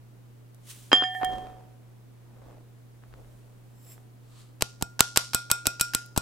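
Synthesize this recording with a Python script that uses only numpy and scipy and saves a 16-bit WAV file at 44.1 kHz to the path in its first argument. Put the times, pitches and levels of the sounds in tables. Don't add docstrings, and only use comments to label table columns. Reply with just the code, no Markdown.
import sys
import numpy as np
from scipy import signal
from scipy.fft import rfft, irfft
from scipy.io import wavfile
from scipy.ndimage import uniform_filter1d

SR = 44100
rng = np.random.default_rng(int(sys.argv[2]) if len(sys.argv) > 2 else 0)


def file_out(sig):
    cols = np.atleast_2d(sig).T
    lim = np.clip(cols, -1, 1)
    pcm = np.round(lim * 32767).astype(np.int16)
    wavfile.write(sys.argv[1], SR, pcm)


N = 273861
T = np.arange(SR) / SR


def gain_of(db):
    return 10 ** (np.asarray(db) / 20)


def unit_rms(x):
    return x / np.sqrt(np.mean(x ** 2) + 1e-20)


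def curve_at(points, hz):
    point_hz, value = np.transpose(points)
    return np.interp(np.log(hz + 1), np.log(point_hz + 1), value)


def add(mix, time_s, sound):
    part = mix[:, round(time_s * SR):][:, :sound.shape[1]]
    part += sound[:, :part.shape[1]]


def widen(mid, side, width):
    return np.array([mid + width * side, mid - width * side]) / np.hypot(1, width)


def noise(size, width):
    return widen(*rng.standard_normal((2, size)), width)


def coloured(x, spectrum, tilt_db=0, size=4096):
    hz = abs(np.fft.fftfreq(size, 1 / SR))
    log_gain = np.log(gain_of(curve_at(spectrum, hz) + tilt_db * np.log2(1 + hz / 1000)))
    taps = np.fft.ifft(np.exp(np.conj(signal.hilbert(log_gain)))).real
    return signal.oaconvolve(x, taps[None] / np.linalg.norm(taps), axes=1)[:, :x.shape[1]]


def burst(decay_s, width, size=4096):
    fade = np.exp(-T[:size] / max(decay_s, 1 / SR))
    spectrum = rfft(rng.standard_normal((2, size)) * fade)
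    spurt = irfft(spectrum / abs(spectrum)) * fade ** (1 / 4)
    return widen(*spurt * np.linalg.norm(fade) / np.linalg.norm(spurt, axis=1, keepdims=True), width)


def ring(modes, weights, spread_rad, detune=1):
    hz, db, t60_s = np.transpose(modes)
    step = np.exp((2j * np.pi * hz * detune - np.log(1000) / t60_s) / SR)
    waves = np.cumprod(np.broadcast_to(step[:, None], (len(hz), SR)), axis=1)
    phase = spread_rad * (-1) ** np.arange(len(hz))
    return ((weights * gain_of(db) * np.exp(1j * np.array([phase, -phase]))) @ waves).imag


def friction(rough_db):
    flicker = unit_rms(uniform_filter1d(rng.standard_normal(N), size=90))
    return unit_rms(noise(N, width=0.61) * gain_of(rough_db * flicker))


def swell(peak_s, db, rise_s, fall_s):
    t = np.arange(N) / SR - peak_s
    return gain_of(db - 20 * np.maximum(-t / rise_s, t / fall_s))


def rub(strokes, spectrum):
    return sum(swell(*stroke) for stroke in strokes) * coloured(friction(rough_db=1), spectrum)


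# (frequency [Hz], level [dB])
AIR_SPECTRUM = [(20, -3), (50, -2), (100, -7), (190, -0.5), (300, -2.5), (500, -8.5), (1000, -15.5),
                (2000, -21.5), (5000, -28), (10000, -28.5), (15500, -29), (17000, -37.5)]
AIR_DB, HUM_DB, HUM_HZ = -58, -51.5, 120


def room_tone():
    phase = 2 * np.pi * HUM_HZ * np.arange(N) / SR
    hum = np.sqrt(2) * np.sin([phase, phase + .5]) * gain_of([[-.7], [.8]])
    return gain_of(AIR_DB) * coloured(noise(N, width=0.93), AIR_SPECTRUM) + gain_of(HUM_DB) * hum


# (time [s], level [dB])
DRY_TICKS = [(0.546, -52.5), (1.247, -31), (6.061, -46)]
# (frequency [Hz], level [dB])
LIGHT_CONTACT_SPECTRUM = [(1000, -20.5), (3000, -6), (8000, 2.5), (12000, 4.5), (15000, -3.5),
                          (16500, -14.5)]


def ticks():
    out = np.zeros((2, N))
    for time_s, db in DRY_TICKS:
        tick = coloured(burst(decay_s=0.0029, width=1.0), LIGHT_CONTACT_SPECTRUM)
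        add(out, time_s, gain_of(db) * tick)
    return out


# (peak time [s], level [dB],
# rise [s], fall [s])
CLOTH_STROKES = [(.712, -42, 0.055, 0.018), (.735, -51.5, 0.076, 0.43), (3.3, -70.5, .7, 0.97),
                 (3.91, -61, 0.15, 0.15)]
# (frequency [Hz], level [dB])
CLOTH_SPECTRUM = [(590, -37), (1000, -7), (1690, -7), (3340, -1), (4840, -4.5), (8850, -0.5), (14200, -8.5),
                  (16000, -10)]


def cloth_slides():
    return rub(CLOTH_STROKES, CLOTH_SPECTRUM)


# (time [s], clack [dB], ring [dB], hardness as centre of excitation [Hz])
BOWL_KNOCKS = [(0.9302, 1.5, -11, 3710), (0.9392, -18, -26, 920), (1.023, -15.5, -23.5, 855),
               (1.0368, -20.5, -20.5, 2780), (1.149, -34, -21, 1099), (1.2133, -28, -20, 760),
               (1.2322, -13.5, -31.5, 650), (1.2452, -27.5, -28.5, 2310), (1.469, -36, -57.5, 1520),
               (3.037, -41.5, -77, 1300), (3.139, -39, -79, 6000), (3.247, -43, -80, 599),
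               (3.979, -39, -63, 700)]
# (frequency [Hz], level [dB], T60 [s])
FLOUR_BOWL_MODES = [(743, -3, .72), (1794, -2, .62), (1806, -8, .5), (1847, -7, .2), (2250, -19, .2),
                    (3194, 0, .42), (3204, -13, .5), (3237, -7, .18), (4953, -12, .18), (4975, -17, .18),
                    (6912, -15, .22), (8000, -22, .12), (9469, -18, .16)]
# (frequency [Hz], level [dB])
CLACK_SPECTRUM = [(40, -22.5), (170, -13.5), (260, 3), (600, -1), (1300, 4), (2500, -7), (4000, -12),
                  (9000, -27), (12000, -42.5), (16000, -47.5)]
RING_RISE_CYCLES = 1.7


def flour_bowl():
    clacks, rings = np.zeros((2, 2, N))
    mode_hz = np.array(FLOUR_BOWL_MODES)[:, 0]
    for time_s, clack_db, ring_db, hardness_hz in BOWL_KNOCKS:
        contact = burst(decay_s=.0008, width=0.74) + gain_of(-23) * burst(decay_s=0.0046, width=1.0)
        lowpass = signal.butter(1, min(2 * hardness_hz, SR / 3), fs=SR)
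        clack = signal.lfilter(*lowpass, coloured(contact, CLACK_SPECTRUM))
        add(clacks, time_s, gain_of(clack_db) * clack)
        octaves_off = abs(np.log2(mode_hz / hardness_hz))
        bell = ring(FLOUR_BOWL_MODES, gain_of(-12 * octaves_off), spread_rad=.45)
        rise = 1 - np.exp(-T * hardness_hz / RING_RISE_CYCLES)
        add(rings, time_s, gain_of(ring_db) * rise * bell)
    close = (clacks + rings) * gain_of([[-.8], [.8]])
    return close, gain_of(-3.5) * clacks + gain_of(-5.5) * rings


# (peak time [s], level [dB], rise [s], fall [s])
LIFT_STROKES = [(1.16, -58.5, 0.075, 0.31)]


def bowl_lift():
    return rub(LIFT_STROKES, LIGHT_CONTACT_SPECTRUM)


# (peak time [s], shuffle [dB], rumble [dB], rise [s], fall [s])
PUSHES = [(1.328, -40.5, -44.5, .16, 0.35), (2.5, -52, -56.5, 0.33, 0.19), (3.19, -57.5, -52, 0.26, 0.32),
          (3.5, -69, -71, 0.11, .2), (3.92, -63.5, -70, 0.34, 0.23)]
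# (frequency [Hz], level [dB])
SHUFFLE_SPECTRUM = [(60, -19.5), (200, 2), (550, 3.5), (900, -4), (1500, -12), (3000, -23), (8000, -29.5),
                    (16000, -41.5)]
# (frequency [Hz], level [dB])
RUMBLE_SPECTRUM = [(15, -10), (35, -4), (55, -1.5), (90, -15), (200, -28.5), (1000, -71.5), (16000, -100)]
RUMBLE_TIME_RATIO = 0.89


def counter_shifts():
    shuffle = coloured(friction(rough_db=3.5), SHUFFLE_SPECTRUM)
    rumble = coloured(noise(N, width=0.7), RUMBLE_SPECTRUM)
    out = np.zeros((2, N))
    for peak_s, shuffle_db, rumble_db, rise_s, fall_s in PUSHES:
        out += shuffle * swell(peak_s, shuffle_db, rise_s, fall_s)
        out += rumble * swell(peak_s, rumble_db, RUMBLE_TIME_RATIO * rise_s, RUMBLE_TIME_RATIO * fall_s)
    return out


# (peak time [s], level [dB], rise [s], fall [s])
BRUSH_STROKES = [(3.925, -51, 0.15, 0.051)]
# (frequency [Hz], bandwidth [Hz], level [dB])
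GLAZE_RESONANCES = [(2560, 1300, -16), (5300, 130, -7), (7520, 140, -0.5), (7930, 120, -6.5),
                    (10200, 120, -7), (11000, 110, -5), (12100, 120, 0), (13000, 210, -12),
                    (13600, 190, -9), (14100, 123, -13)]


def glaze_brush():
    drag = friction(rough_db=1.5)
    glaze = sum(gain_of(db) * signal.lfilter(*signal.iirpeak(hz, hz / bandwidth_hz, SR), drag)
                for hz, bandwidth_hz, db in GLAZE_RESONANCES)
    return swell(*BRUSH_STROKES[0]) * unit_rms(glaze)


# (peak time [s], level [dB], rise [s], fall [s])
SCOOP_STROKES = [(4.40, -57, .19, .14)]
# (frequency [Hz], level [dB])
FLOUR_SPECTRUM = [(590, -32.5), (1000, -7), (1220, -1), (1630, -13), (4260, -5), (5760, -12.5),
                  (7790, -7.5), (16000, -26.5)]


def flour_scoop():
    return rub(SCOOP_STROKES, FLOUR_SPECTRUM)


# (time [s], crack [dB], blade bareness [0-1], thud [dB], slap [dB], rebound gain [0-1])
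SPATULA_TAPS = [(4.6224, -4.5, 0, -18, -10.5, 0.09), (4.8244, -16, 0.62, -15.5, -21.5, 0.08),
                (5.0062, 6.5, 0.15, -18.5, -1, 0), (5.1733, -2.5, 0.38, -24, 1, 0.08),
                (5.3468, -10.5, 0.93, -20, -7, .05), (5.5144, -7.5, 0.89, -24, -8.5, .1),
                (5.6688, -9, 0.79, -17, -9.5, 0.13), (5.8105, -10.5, 0.99, -22.5, -8, 0.28),
                (5.9487, -10, .7, -22.5, -7, .03), (6.1759, -14, 0.74, -11.5, -10.5, 0.32)]
# (frequency [Hz], level [dB], T60 [s])
MIXING_BOWL_MODES = [(1410, -5, .4), (2444, -9.5, .14), (2515, -10.5, .18), (3650, -17, .22),
                     (5230, -14, .25), (5541, -7, .28), (7549, -8, .2), (7990, -9.5, .22), (8060, -9, .2),
                     (8900, -12, .18), (10272, -14, .2), (12125, -16, .16), (13020, -13, .13),
                     (14400, -20, .12)]
# (frequency [Hz], level [dB])
CRACK_SPECTRUM = [(100, -6.5), (350, -4), (900, -3.5), (2000, -7), (3900, 2.5), (6500, -1), (7900, 7),
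                  (9200, -2.5), (10300, 0), (11300, -5.5), (12500, 1), (15000, -11), (16500, -21.5)]
# (frequency [Hz], level [dB])
SLAP_SPECTRUM = [(100, -20), (400, -4), (900, -3.5), (2200, -6.5), (3300, -4.5), (4300, -5.5), (5800, -0.5),
                 (7500, -2), (9500, -3.5), (12500, 0.5), (15000, -13.5), (16500, -27)]
# (frequency [Hz], level [dB])
THUD_SPECTRUM = [(25, -6), (70, 2), (160, 1.5), (280, -3), (500, -7.5), (850, -8), (1500, -23.5),
                 (4000, -45.5), (16000, -84)]
REBOUND_S, THUD_LAG_S = 0.0046, 0.00052


def spatula_taps():
    close, to_room = np.zeros((2, 2, N))
    is_overtone = np.arange(len(MIXING_BOWL_MODES)) > 0
    shove_time = T[:4096] / 0.0013
    shove_rise = 1 - np.exp(-T[:4096] / 0.00098)
    shove = (shove_time - 1) * np.exp(-shove_time) * shove_rise
    for time_s, crack_db, bareness, thud_db, slap_db, rebound in SPATULA_TAPS:
        chatter_s = np.interp(bareness, [0, 1], [0.00073, 0.0026])
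        tilt_db = np.interp(bareness, [0, 1], [-4, 3])
        ring_db = np.interp(bareness, [0, 1], [-35.5, -13])
        overtone_db = np.interp(bareness, [0, 1], [-14, -5])
        crack = gain_of(crack_db) * coloured(burst(chatter_s, width=0.25), CRACK_SPECTRUM, tilt_db)
        slap = gain_of(slap_db) * coloured(burst(decay_s=0.0014, width=0.9), SLAP_SPECTRUM)
        counter = coloured(burst(decay_s=0.0025, width=0.73), THUD_SPECTRUM)
        thud = gain_of(thud_db) * (shove * gain_of([[5.5], [-3]]) + counter)
        level_jitter, pitch_jitter = rng.standard_normal((2, len(is_overtone)))
        weights = gain_of(is_overtone * (overtone_db + 1.9 * level_jitter))
        detune = 1 + 0.0027 * pitch_jitter * is_overtone
        bell = ring(MIXING_BOWL_MODES, weights, spread_rad=0.51, detune=detune)
        bell *= gain_of(crack_db + ring_db)
        add(close, time_s, crack)
        add(close, time_s + REBOUND_S, rebound * crack)
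        add(close, time_s + THUD_LAG_S, thud)
        add(close, time_s, bell * (1.09 + 1.4 * np.exp(-T / 0.0085)))
        add(to_room, time_s, slap + gain_of(-0.5) * thud)
        add(to_room, time_s, bell * (0.081 + 5.6 * np.exp(-T / 0.0021)))
    return close, to_room


# (frequency [Hz], T60 [s])
KITCHEN_T60 = [(100, 0.2), (500, 0.24), (2000, 0.24), (5000, 0.44), (9000, 0.43), (15000, 0.08)]
# (frequency [Hz], level [dB])
FAR_SPECTRUM = [(50, -10.5), (200, -4.5), (700, 1), (1500, 3.5), (4500, 2.5), (8000, -6.5), (11000, -7.5),
                (14000, -9.5), (16000, -20.5)]
REFLECTIONS_PER_S, FAR_LEAD_S = 4000, .0132


def far_microphone(x):
    reflections = noise(SR, width=0.85) * (rng.random(SR) < REFLECTIONS_PER_S / SR)
    hz, t, bands = signal.stft(reflections, SR, nperseg=256)
    decay = gain_of(-60 * t / curve_at(KITCHEN_T60, hz)[:, None])
    tail = signal.istft(bands * decay, SR, nperseg=256)[1][:, :SR]
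    bounces = noise(SR, width=0.46) * np.exp(-T / .0025)
    response = gain_of(-12.0) * tail / np.linalg.norm(tail[0])
    response += gain_of(-17.5) * bounces / np.linalg.norm(bounces[0])
    response[:, 0] += gain_of(-19.0)
    heard = signal.fftconvolve(x.mean(0)[None], coloured(response, FAR_SPECTRUM), axes=1)
    return heard[:, round(FAR_LEAD_S * SR):][:, :N]


def scene():
    mix = room_tone() + ticks() + cloth_slides()
    clinks, clinks_to_room = flour_bowl()
    mix += clinks + bowl_lift() + counter_shifts() + glaze_brush() + flour_scoop()
    taps, taps_to_room = spatula_taps()
    return mix + taps + far_microphone(gain_of(3.0) * clinks_to_room + taps_to_room)


BAND_LIMIT_HZ = 16300


def record(dry):
    lowpass = signal.firwin(255, BAND_LIMIT_HZ, window=("kaiser", 8), fs=SR)
    return signal.oaconvolve(np.clip(dry, -1, 1), lowpass[None], "same")


dry = scene()
out = record(dry)
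file_out(out)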